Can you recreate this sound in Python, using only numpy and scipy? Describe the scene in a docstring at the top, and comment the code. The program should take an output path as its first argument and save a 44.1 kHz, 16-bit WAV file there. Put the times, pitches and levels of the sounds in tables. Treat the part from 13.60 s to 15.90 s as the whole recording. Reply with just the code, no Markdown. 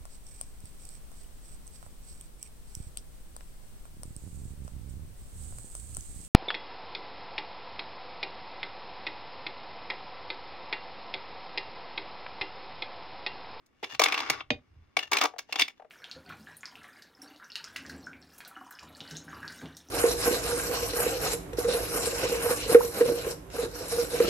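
"""Candy dispenser on a table

Close up in a small room, a plastic lever is pressed, beans tumble into the chute, and it knocks shut.
A second lever is pressed and scrapes back while a bean hops across the tray. Each hit is a brief
chatter that rings the housing, tray or stand; tumbling and scraping are showers of tiny contacts."""
import sys
import numpy as np
from scipy import signal
from scipy.fft import rfft, irfft
from scipy.io import wavfile

SR = 44100
rng = np.random.default_rng(int(sys.argv[2]) if len(sys.argv) > 2 else 0)


def transcribe(u):
    """Save the signal u as a 16-bit wav file named by the first command-line argument.

    u: samples, shape (n,) or (channels, n), limited to [-1, 1]; the rate is SR.
    q: integer samples, one column per channel.
    """
    v = np.clip(np.atleast_2d(u).T, -1, 1)
    q = np.round(v * 32767).astype(np.int16)
    wavfile.write(sys.argv[1], SR, q)


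N = 101429
HIT_SAMPLES, TOP_HZ = 8192, 16000
HZ, T = np.fft.rfftfreq(HIT_SAMPLES, 1 / SR), np.arange(HIT_SAMPLES) / SR  # axes of one hit


def amp(db):
    return 10 ** (np.asarray(db) / 20)


def unit_rms(x):
    return x / np.sqrt(np.mean(x ** 2) + 1e-20)


def curve(points, hz):
    """Read (Hz, value) points along a log frequency axis."""
    freqs, values = np.transpose(points)
    return np.interp(np.log(hz + 1), np.log(np.maximum(freqs, 1)), values)


def fader(points):
    """Gain at every sample from (s, dB) points."""
    return amp(np.interp(np.arange(N) / SR, *np.transpose(points)))


def add(mix, start, sound):
    part = mix[:, max(round(start * SR), 0):][:, :sound.shape[1]]
    part += sound[:, :part.shape[1]]


def stereo(a, b, likeness, pan_db=0):
    """Left and right from two unrelated signals; positive pan leans left."""
    mid, side = a * np.sqrt((1 + likeness) / 2), b * np.sqrt((1 - likeness) / 2)
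    return np.array([mid + side, mid - side]) * unit_rms(amp([[pan_db / 2], [-pan_db / 2]]))


def body(colour, modes=(), tilt_db=0):
    """An object's causal response: a broad colour with (Hz, width Hz, dB) resonances on top."""
    log_gain = np.log(amp(curve(colour, HZ) + tilt_db))
    mirrored = np.concatenate([log_gain, log_gain[-2:0:-1]])
    broad = np.exp(np.conj(signal.hilbert(mirrored)))[:len(HZ)]  # minimum phase
    return broad * (1 + sum(amp(db) / (1 + 2j * (HZ - hz) / width) for hz, width, db in modes))


def strike(response, hold_s, t60, likeness, pan_db, band_hz):
    """A first touch and a brief chatter ring a body; the level is set within the given band."""
    rise_s, first_touch = .00021, .34
    envelope = (1 - np.exp(-T / rise_s)) * amp(-60 * np.maximum(T - hold_s, 0) / t60)
    contact = rfft(rng.standard_normal((2, HIT_SAMPLES)) * envelope)
    chatter = irfft(contact / (abs(contact) + 1e-12)) * envelope ** .25  # even push at all frequencies
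    spectrum = (rfft(chatter) + [[first_touch], [0]]) * response
    in_band = irfft(spectrum * ((HZ > band_hz[0]) & (HZ < band_hz[1])))
    spectrum /= np.sqrt((in_band ** 2).sum(1, keepdims=True) / (.009 * SR))  # as 9 ms at unit level
    fade = np.cos(np.pi / 2 * T / T[-1]) ** 2
    return stereo(*irfft(spectrum), likeness, pan_db) * fade


def grains(response, per_s, spread_db, likeness, pan_db):
    """A steady shower of tiny contacts of uneven size into a body."""
    sizes = amp(spread_db * np.minimum(rng.exponential(1, (2, N)), 3))
    signs = rng.choice([-1, 1], (2, N))
    clicks = sizes * signs * (rng.random((2, N)) < per_s / SR)
    shower = signal.fftconvolve(clicks, irfft(response)[None], axes=1)[:, :N]
    return stereo(*unit_rms(shower), likeness, pan_db)


def noise(colour, likeness):
    """A steady bed of coloured noise."""
    gain = amp(curve(colour, np.fft.rfftfreq(N, 1 / SR)))
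    bed = irfft(rfft(rng.standard_normal((2, N))) * gain, N)
    return stereo(*unit_rms(bed), likeness)


# Hits on the housing. Each row: start in seconds, level in dB, extra bass in dB, extra treble in dB,
# strongest ring in Hz.
CLACKS = [(.062, -75, 4.5, 22, 8600), (0.2288, -47.5, 17, 0.5, 346), (.233, -37.5, -2.5, -8.5, 2158),
          (.239, -34.5, -9.5, -9.5, 3560), (.244, -38, 3, -4.5, 5220), (0.3478, -39.5, 3.5, -2, 2760),
          (.395, -20.5, 2.5, 7, 2340), (.4172, -23.5, 3, 4.5, 1146), (0.4372, -19.5, -9, 7.5, 3620),
          (.459, -21, 2, -5, 2120), (.4836, -29, -1, 0.5, 2470), (0.5224, -24.5, 0, -3.5, 2360),
          (.543, -26, -2, -5, 2720), (.577, -29, -5, -7, 1130), (.59, -35, -3, -4.5, 1130),
          (.603, -31, -3, -3, 960), (0.6993, -22, 2.5, 6.5, 2210), (0.8057, -36, -3, -27.5, 1220),
          (1.3681, -21, 0.5, -1.5, 2260), (1.3903, -28, -3, -2.5, 2890), (1.516, -35.5, 7, 12, 930),
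          (1.532, -22.5, -2.5, 7, 2200), (1.5691, -22.5, -0.5, 2, 2460), (1.585, -29, 2.5, 5, 3040),
          (1.613, -22, 0.5, 2.5, 1220), (1.637, -34.5, 10.5, 13, 1090), (1.654, -29.5, 4.5, 2.5, 1152),
          (1.7835, -43.5, -2, 7, 4410), (1.7895, -36, -1, 6.5, 1650), (1.9253, -28.5, -3, 1.5, 2700),
          (1.9577, -29.5, 4.5, -3, 3500), (1.995, -21, -4, 4, 2790), (2.0045, -26.5, -5, -3, 3580),
          (2.0105, -27, -3.5, 9, 2180), (2.019, -17.5, -21, -3.5, 3560), (2.0804, -37, -4, 0.5, 2290)]
# The housing's tone. Each row: frequency in Hz, gain in dB.
HOUSING_COLOUR = [(150, -40), (300, -5), (550, -4), (1000, 0.5), (1600, -3.5), (2400, 1.5), (4200, -3.5),
                  (6000, -8), (8500, -20), (13600, -24.5), (15000, -20.5)]
# Its resonances. Each row: frequency in Hz, width in Hz, gain in dB.
HOUSING_MODES = [(780, 60, 2.5), (1131, 42, -0.5), (2240, 130, 4.5), (2720, 83, 3), (3511, 90, 6),
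                 (5016, 160, 4)]


def clacks():
    """Levers and beans strike the housing; each spot has its own colour and strongest ring."""
    out = np.zeros((2, N))
    for start, db, bass_db, treble_db, ring_hz in CLACKS:
        tilt_db = curve([(900, bass_db), (1900, 0), (3400, 0), (6500, treble_db)], HZ)
        spot_modes = [(hz, 130, 2) for hz in rng.uniform(3800, TOP_HZ, size=14)]
        housing = body(HOUSING_COLOUR, HOUSING_MODES + spot_modes + [(ring_hz, 150, 10.5)], tilt_db)
        clack = strike(housing, hold_s=.004, t60=.021, likeness=.5, pan_db=1.5, band_hz=(1200, 4200))
        add(out, start, amp(db) * clack)
    return out


# Taps on the tray. Each row: start in seconds, level in dB, pitch in Hz.
TRAY_TAPS = [(.3955, -21, 696.5), (1.369, -31.5, 736), (1.644, -26, 888), (1.7375, -44.5, 743),
             (1.7621, -46.5, 696), (1.891, -49.5, 790), (1.941, -44.5, 1100), (2.198, -46.5, 800),
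             (2.2212, -47.5, 776), (2.247, -50.5, 625)]
# The tray's hollow tone. Each row: frequency in Hz, gain in dB.
TRAY_COLOUR = [(200, -35.5), (450, -0.5), (800, -3), (1300, -11), (1900, -13.5), (3000, -23.5),
               (15000, -55)]


def tray_taps():
    """The tray gives a short hollow tap when a lever jolts it or a hopping bean lands."""
    out = np.zeros((2, N))
    for start, db, hz in TRAY_TAPS:
        tray = body(TRAY_COLOUR, [(hz, 79, 11)])
        tap = strike(tray, hold_s=.0029, t60=.036, likeness=.75, pan_db=4.5, band_hz=(200, 4000))
        add(out, start, amp(db) * tap)
    return out


# Low thumps. Each row: start in seconds, level in dB, ring in Hz.
THUMPS = [(.229, -46.5, 334.6), (.33, -54, 135.2), (0.7, -43.5, 151.7), (.906, -29, 220), (1.37, -46, 302),
          (2.015, -45, 279)]
# The stand's dull tone. Each row: frequency in Hz, gain in dB.
STAND_COLOUR = [(25, -26.5), (90, -23), (130, -3.5), (175, -15), (250, -1.5), (400, -7), (3000, -75)]


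def stand_thumps():
    """Hard blows knock the whole stand against the table."""
    out = np.zeros((2, N))
    for start, db, hz in THUMPS:
        stand = body(STAND_COLOUR, [(hz, 48, 7.5)])
        thump = strike(stand, hold_s=.0086, t60=.051, likeness=.93, pan_db=-.68, band_hz=(50, 800))
        add(out, start, amp(db) * thump)
    return out


# The snap's tone. Each row: frequency in Hz, gain in dB.
SNAP_COLOUR = [(100, -31), (300, -3), (1000, -2.5), (1400, -10), (2000, 4.5), (2600, 2), (3600, 0.5),
               (4200, -10), (6500, -16.5), (9000, -46.5)]
# The frame's ring. Each row: frequency in Hz, relative level in dB, seconds to fall 60 dB.
FRAME_MODES = [(273.6, -1.5, 0.066), (471, -4, .1), (591, 1.5, 0.095), (777, -6.5, 0.11), (2475, 2, 0.094),
               (3690, -3.5, 0.093), (4700, -12.5, 0.12)]


def lever_snap(start=.9045):
    """The first lever snaps shut and sets the frame ringing."""
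    out = np.zeros((2, N))
    snap = strike(body(SNAP_COLOUR), hold_s=.00036, t60=.027, likeness=.21, pan_db=-1.2,
                  band_hz=(200, 8000))
    partials = sum(amp(db - 60 * T / t60) * np.sin(2 * np.pi * (hz * T + rng.random((2, 1))))
                   for hz, db, t60 in FRAME_MODES)
    ring = stereo(*partials, likeness=.59) * (1 - np.exp(-T / .003))
    add(out, start, amp(-22.5) * snap + amp(-27.5) * ring)
    return out


# Two pours of beans. Each row: time in seconds, level in dB.
TUMBLE_FADER = [(.39, -79), (.405, -31.5), (.63, -38), (.69, -38.5), (.735, -34.5), (.775, -48),
                (.81, -45.5), (.84, -78.5), (1.51, -71.5), (1.52, -27), (1.56, -32), (1.6, -43.5),
                (1.625, -25), (1.66, -32.5), (1.69, -86)]
# The rattle's tone. Each row: frequency in Hz, gain in dB.
BEAN_COLOUR = [(150, -26.5), (320, 1.5), (600, -6), (1150, 5), (1600, 1), (2400, -3.5), (3500, -8),
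               (6000, -11.5), (8500, -33), (15000, -40.5)]


def bean_tumble():
    """Beans jostle down the chute and ring the housing."""
    chute = body(BEAN_COLOUR, HOUSING_MODES)
    return fader(TUMBLE_FADER) * grains(chute, per_s=1300, spread_db=3, likeness=.37, pan_db=2.5)


# Swells of the scrape. Each row: time in seconds, level in dB.
SCRAPE_FADER = [(.1, -90), (.22, -67.5), (.25, -53), (.29, -55), (.302, -44), (.35, -42.5), (.38, -80),
                (1.39, -85.5), (1.4, -45.5), (1.425, -45.5), (1.435, -31.5), (1.444, -49.5), (1.468, -62),
                (1.478, -48), (1.49, -68.5), (1.86, -79.5), (1.9, -56), (1.975, -52), (1.99, -32),
                (2.03, -43.5), (2.07, -60), (2.11, -52.5), (2.135, -91), (2.18, -65.5), (2.22, -85.5)]
# The slot's tone. Each row: frequency in Hz, gain in dB.
SLOT_COLOUR = [(150, -24), (400, -5), (900, -2), (1300, -5), (2900, -2), (3700, -9), (4300, -6),
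               (6500, -8.5), (8500, -27.5), (15000, -26)]
# Its resonances. Each row: frequency in Hz, width in Hz, gain in dB.
SLOT_MODES = [(2830, 90, 10.5), (3492, 47, 13), (1780, 80, 6.5)]


def lever_scrape():
    """The levers stick and slip as they slide in their slots."""
    slot = body(SLOT_COLOUR, SLOT_MODES)
    return fader(SCRAPE_FADER) * grains(slot, per_s=2500, spread_db=7, likeness=.25, pan_db=5.3)


# The small room's decay. Each row: frequency in Hz, seconds to fall 60 dB.
ROOM_DECAY = [(150, .2), (400, 0.2), (1000, 0.14), (6000, 0.13), (15000, 0.11)]


def room(x, echoes_per_s=4000, predelay_s=.0025):
    """A short tail of reflections, each band dying at its own speed."""
    length = SR // 2
    echoes = rng.standard_normal((2, length)) * (rng.random((2, length)) < echoes_per_s / SR)
    hz, t, bands = signal.stft(stereo(*echoes, likeness=1), SR, nperseg=256)
    decay = amp(-60 * t / curve(ROOM_DECAY, hz)[:, None])
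    tail = signal.istft(bands * decay, SR, nperseg=256)[1]
    tail *= np.clip(np.arange(tail.shape[1]) / SR / predelay_s - 1, 0, 1)
    tail /= np.linalg.norm(tail, axis=1, keepdims=True)
    return signal.fftconvolve(x, tail, axes=1)[:, :N]


# Swells of the rumble. Each row: time in seconds, level in dB.
RUMBLE_FADER = [(0, -82.5), (.8, -62), (.88, -67), (.96, -49), (1.04, -80), (1.12, -60), (1.2, -57),
                (1.38, -81.5), (1.49, -65), (1.75, -82), (2.3, -86)]
# Its deep tone. Each row: frequency in Hz, gain in dB.
RUMBLE_COLOUR = [(15, -9), (40, -9), (78, 1.5), (115, -5.5), (200, -18), (2000, -69.5)]


def rumble():
    """A low rumble comes and goes, almost mono."""
    return fader(RUMBLE_FADER) * noise(RUMBLE_COLOUR, likeness=.97)


# Room tone. Each row: frequency in Hz, gain in dB.
AIR_COLOUR = [(60, -15), (170, -17.5), (260, -10), (550, -22), (1000, -27.5), (2000, -26), (3300, -39),
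              (16000, -52.5)]


def air():
    """A faint, wide hush sits under everything."""
    return amp(-71.5) * noise(AIR_COLOUR, likeness=.14)


def scene():
    dispenser = clacks() + tray_taps() + stand_thumps() + lever_snap() + bean_tumble() + lever_scrape()
    return dispenser + amp(-12) * room(dispenser) + rumble() + air()


def record(dry):
    """The left microphone hears more mids, the pair part in phase in the treble, and the top is cut."""
    hz = np.fft.rfftfreq(N, 1 / SR)
    lean_db = curve([(450, -1.5), (1100, 5), (2000, -1.5), (5000, -2), (9000, 2), (15000, .5)], hz)
    phase_gap_rad = curve([(2800, 0), (5000, 1.7)], hz)
    turn = np.exp(.5j * phase_gap_rad)
    microphones = amp([lean_db / 2, -lean_db / 2]) * np.array([turn, 1 / turn])
    heard = irfft(rfft(dry) * microphones, N)
    lowpass = signal.firwin(255, TOP_HZ, window=("kaiser", 9), fs=SR)
    return signal.oaconvolve(heard, lowpass[None], "same")


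dry = scene()
out = record(dry)
transcribe(out)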